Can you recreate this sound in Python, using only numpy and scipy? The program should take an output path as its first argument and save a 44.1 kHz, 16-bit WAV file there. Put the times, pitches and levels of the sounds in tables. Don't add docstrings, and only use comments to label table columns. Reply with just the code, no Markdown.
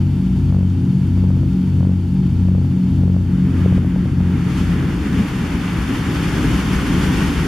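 import sys
import numpy as np
from scipy import signal
from scipy.fft import rfft, irfft
from scipy.io import wavfile
from scipy.ndimage import uniform_filter1d

SR = 44100
rng = np.random.default_rng(int(sys.argv[2]) if len(sys.argv) > 2 else 0)


def wav_out(sig):
    wavfile.write(sys.argv[1], SR, np.round(np.clip(np.atleast_2d(sig).T, -1, 1) * 32767).astype(np.int16))


N = 329427
TIME = np.arange(N) / SR
FREQS = np.fft.rfftfreq(N, 1 / SR)


def amp(db):
    return 10 ** (np.asarray(db) / 20)


def unit(x):
    return x / np.sqrt(np.mean(x ** 2) + 1e-20)


def over_time(rows):
    times_s, *columns = np.transpose(rows)
    return [np.interp(TIME, times_s, column) for column in columns]


def spectrum(rows):
    hz, values = np.transpose(rows)
    return np.interp(np.log(FREQS + 1), np.log(hz), values)


def wander(rate_hz):
    knots = rng.standard_normal(4096)
    return unit(np.interp(TIME * rate_hz, np.arange(len(knots)), knots))


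def stereo_noise(shape_db):
    # frequency_hz, correlation
    likeness = [(30, 0.99), (250, 0.99), (400, 0.85), (600, 0.22), (900, 0.83), (1400, 0.75), (2500, 0.59),
                (5000, 0.64), (8000, 0.1), (13000, -0.2)]
    correlation = np.clip(spectrum(likeness), -1, 1)
    mid, side = rfft(rng.standard_normal((2, N))) * amp(shape_db)
    mid, side = mid * np.sqrt(1 + correlation), side * np.sqrt(1 - correlation)
    return unit(irfft([mid + side, mid - side], N))


def resonance_db(hz, centre_hz, width_hz, peak_db):
    return peak_db / (1 + (2 * (hz - centre_hz) / width_hz) ** 2)


def cabin_boom_db(hz):
    return resonance_db(hz, centre_hz=181.3, width_hz=9.7, peak_db=3.75)


def slipstream(level_db=-43.5):
    # frequency_hz, density_db
    rush = [(100, -6.5), (450, -3), (650, 1.5), (900, 1.5), (1150, -2), (1500, -1.5), (1950, -5),
            (3200, -5.5), (3800, -6), (5000, -12), (7000, -14.5), (10500, -18.5), (13000, -20),
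            (14500, -29.5)]
    # pitch_hz, width_hz, above_rush_db
    wires = [(821, 50, 7), (920, 80, 4), (1368, 40, 6), (2250, 200, 2), (2703, 70, 4), (3050, 150, 4),
             (4380, 70, 5), (4680, 130, 4)]
    whistles_db = sum(resonance_db(FREQS, *wire) for wire in wires)
    return amp(level_db + .5 * wander(60)) * stereo_noise(spectrum(rush) + whistles_db)


def water_contact(touch_s=3.19, settle_s=0.16):
    # time_s, drag_db
    plough = [(3.4, -20), (4.2, -13.5), (4.48, -8), (5.0, -6), (5.7, -3), (6.4, -0.76), (7.25, .5),
              (7.47, -1.5)]
    # middle_s, half_length_s, sheets_db, mist_db, rumble_db
    waves = [(3.636, 0.29, 9.5, 13.5, 7), (4.595, 0.14, 2, 6.5, 0), (4.8, 0.11, 1, -2, 2),
             (5.203, 0.053, 2.5, 3, 4), (5.288, 0.023, -.5, 1, -8), (5.686, 0.19, -0.4, -2, -3),
             (7.15, 0.062, 0, 0, 2.5)]
    drag_db, = over_time(plough)
    sheets_db = -28 + drag_db
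    mist_db = -33.5 + 1.46 * drag_db
    rumble_db = -17 + 0.44 * drag_db
    waves_db = sum(np.outer(dbs, np.exp(-((TIME - s) / half_s) ** 2)) for s, half_s, *dbs in waves)
    contact = np.clip((TIME - touch_s) / settle_s, 0, 1)
    return contact * amp(np.array([sheets_db, mist_db, rumble_db]) + waves_db)


def spray(sheets_gain, mist_gain, flutter_db=0.88, grain_db=0.4):
    # frequency_hz, density_db
    sheets_colour = [(150, -1.5), (450, -0.5), (680, -5), (830, 0), (1100, 0), (1400, 1.5), (2200, -3),
                     (3000, -8), (3700, -15), (5000, -29), (9000, -30.5)]
    # frequency_hz, density_db
    mist_colour = [(1000, -10), (3000, 6.5), (4700, -0.5), (6500, -3), (8500, -7), (10500, -7),
                   (13000, -11), (14000, -23), (14600, -27)]
    sheets = sheets_gain * stereo_noise(spectrum(sheets_colour))
    mist = mist_gain * stereo_noise(spectrum(mist_colour))
    splashes = unit(amp(flutter_db * wander(45) + grain_db * wander(830)))
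    return splashes * (sheets + mist)


def hull(rumble_gain, airframe_db=-38.5, lumps_db=1.0, boom_share=0.75):
    # frequency_hz, density_db
    rumble_colour = [(15, -22), (30, -20), (45, -4), (62, 2.5), (90, -5.5), (115, -4.5), (150, -2),
                     (180, 1.5), (222, -6.5), (270, -2.5), (330, -9.5), (420, -17.5), (600, -31.5),
                     (1200, -63.5)]
    # time_s, gain_db
    deep_lift = [(0, -12), (1.8, 0.5), (3.2, -2.5), (4.2, 1.5), (4.7, -2), (5.4, -3), (7.2, 1.5)]
    deep_db, = over_time(deep_lift)
    rumble = stereo_noise(spectrum(rumble_colour) + boom_share * cabin_boom_db(FREQS))
    deep = signal.sosfiltfilt(signal.butter(4, 100, fs=SR, output="sos"), rumble)
    rumble += (amp(deep_db) - 1) * deep
    return np.hypot(rumble_gain, amp(airframe_db)) * amp(lumps_db * wander(22)) * rumble


def crackles_and_thumps():
    # start_s, level_db, pitch_hz, swell_s
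    pulses = [(3.66, -8.5, 377, 0.0011), (3.725, -16, 440, .0008), (3.779, -14, 440, 0.00087),
              (3.846, -18, 500, 0.00054), (3.961, -17.5, 480, 0.00064), (4.056, -21, 480, 0.0009),
              (4.204, -22, 560, .0006), (5.066, -8, 188, 0.0032), (5.203, -9.5, 194, 0.0043),
              (6.441, -19, 430, 0.0045)]
    out = np.zeros(N)
    for start_s, level_db, pitch_hz, swell_s in pulses:
        age = np.maximum(TIME - start_s, 0)
        swell = age / swell_s
        out -= amp(level_db) * swell * np.exp(1 - swell) * np.sin(2 * np.pi * pitch_hz * age)
    return out


def drone_rasp(turns, speed, cusp_s=.00029, ring_s=.0016, ring_hz=470, scatter_db=1.8, weak_db=-16):
    # middle_s, half_length_s, level_db, pulses_per_crack
    rasps = [(.568, .085, -19.5, 2), (1.305, .15, -17, 6), (1.851, .085, -14.5, 2), (2.551, .11, -16.5, 3),
             (3.1, .1, -14.5, 2)]
    pulses = 3 * turns
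    crest = np.round(pulses).astype(int)
    envelope = np.zeros(N)
    for middle_s, half_s, level_db, pulses_per_crack in rasps:
        between_cracks = (crest - crest[round(middle_s * SR)]) % pulses_per_crack > 0
        window = np.exp(-((TIME - middle_s) / half_s) ** 4)
        envelope += amp(level_db + weak_db * between_cracks) * window
    from_crest_s = abs(pulses - crest) / (3 * speed)
    strength, phase = rng.standard_normal((1024, 2))[crest].T
    size = amp(scatter_db * np.minimum(strength, 1))
    cusps = .85 * np.exp(-from_crest_s / cusp_s)
    grit = .35 * np.cos(2 * np.pi * ring_hz * from_crest_s + phase) + .55 * wander(3000)
    cracks = cusps + grit * np.exp(-from_crest_s / ring_s)
    midrange = signal.butter(2, [300, 1450], "bandpass", fs=SR, output="sos")
    return signal.sosfilt(midrange, envelope * size * cracks)


def engine_lead(speed, in_step_s=1.26, slip_hz=.505, slip_per_sag=.13, approach_hz=31):
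    slip = slip_hz + slip_per_sag * (approach_hz - speed)
    lead = np.cumsum(slip) / SR
    return lead - np.interp(in_step_s, TIME, lead)


def engines(exhaust_lag_turns=0.064, waver=0.022, uneven=0.32, roar_db=-31.5, drone_db=0.04):
    # time_s, shaft_turns_per_s, level_db
    throttle = [(0, 31.15, -1.5), (.8, 31.0, 0), (1.8, 30.77, -.5), (2.6, 30.68, 0), (3.8, 30.37, -1),
                (4.55, 29.75, -6), (4.95, 28.9, -10.5), (5.6, 27, -15.5), (7.47, 25.5, -13)]
    # multiple_of_shaft_speed, faster_engine_db, slower_engine_db
    orders = [(1, -61.5, -53), (1.5, -50, -61.5), (2, -33, -30), (2.5, -35.5, -46), (3, -21, -19.5),
              (3.5, -42.5, -41.5), (4, -31.5, -29.5), (4.5, -21.5, -27.5), (5, -46, -41.5), (5.5, -40, -48),
              (6, -27, -22), (7, -34.5, -57), (7.5, -29, -43.5), (8.5, -29, -49.5), (9, -47, -47.5),
              (9.5, -52.5, -42), (10.5, -60, -39), (12, -60, -46.5), (13.5, -53, -62), (15, -69, -85)]
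    # frequency_hz, density_db
    roar_colour = [(20, -23.5), (45, -12.5), (70, -12), (130, -2.5), (180, 5.5), (220, -8.5), (280, 3.5),
                   (330, 5), (420, -10.5), (520, -14.5), (1000, -46)]
    speed, level_db = over_time(throttle)
    lead = engine_lead(speed)
    turns = np.cumsum(speed) / SR - 1 / 7
    fast, slow = turns + lead / 2, turns - lead / 2
    drone = np.zeros(N)
    for order, fast_db, slow_db in orders:
        from_blades = order % 3 == 0
        regular = order % 1.5 == 0
        phase = rng.random() * (not regular)
        lag = 0 if from_blades else exhaust_lag_turns
        pair = amp(fast_db) * np.cos(2 * np.pi * (order * fast + phase))
        pair += amp(slow_db) * np.cos(2 * np.pi * (order * (slow + lag) + phase))
        pair *= amp(cabin_boom_db(order * speed))
        drone += np.sqrt(2) * pair * (1 + (waver if regular else uneven) * wander(10))
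    roar = amp(roar_db) * stereo_noise(spectrum(roar_colour))
    return amp(level_db) * (amp(drone_db) * drone + roar) + drone_rasp(fast, speed)


def scene():
    sheets_gain, mist_gain, rumble_gain = water_contact()
    leftward = np.array([[1], [-1]])
    cabin = engines() + hull(rumble_gain) + crackles_and_thumps()
    bass = signal.sosfiltfilt(signal.butter(2, 170, fs=SR, output="sos"), cabin)
    rush = (slipstream() + spray(sheets_gain, mist_gain)) * amp(.45 * leftward)
    fade_in = np.minimum(TIME / .005, 1)
    return fade_in * (cabin + .125 * leftward * bass + rush)


def record(dry, threshold_db=-5.5, recovery_db_per_s=9, duck_share=0.55, edge_hz=14500):
    # centre_hz, width_hz
    notches = [(3950, 305), (7890, 190)]
    peak_db = 20 * np.log10(abs(dry).max(0) + 1e-6)
    fall_db = TIME * recovery_db_per_s
    held_db = np.maximum.accumulate(peak_db + fall_db) - fall_db
    over_db = np.maximum(held_db - threshold_db, 0)
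    out = dry / amp(duck_share * uniform_filter1d(over_db, size=200))
    for centre_hz, width_hz in notches:
        out = signal.lfilter(*signal.iirnotch(centre_hz, centre_hz / width_hz, fs=SR), out)
    band_limit = signal.firwin(511, edge_hz, window=("kaiser", 9), fs=SR)
    return signal.oaconvolve(out, band_limit[None], "same")


dry = scene()
out = record(dry)
wav_out(out)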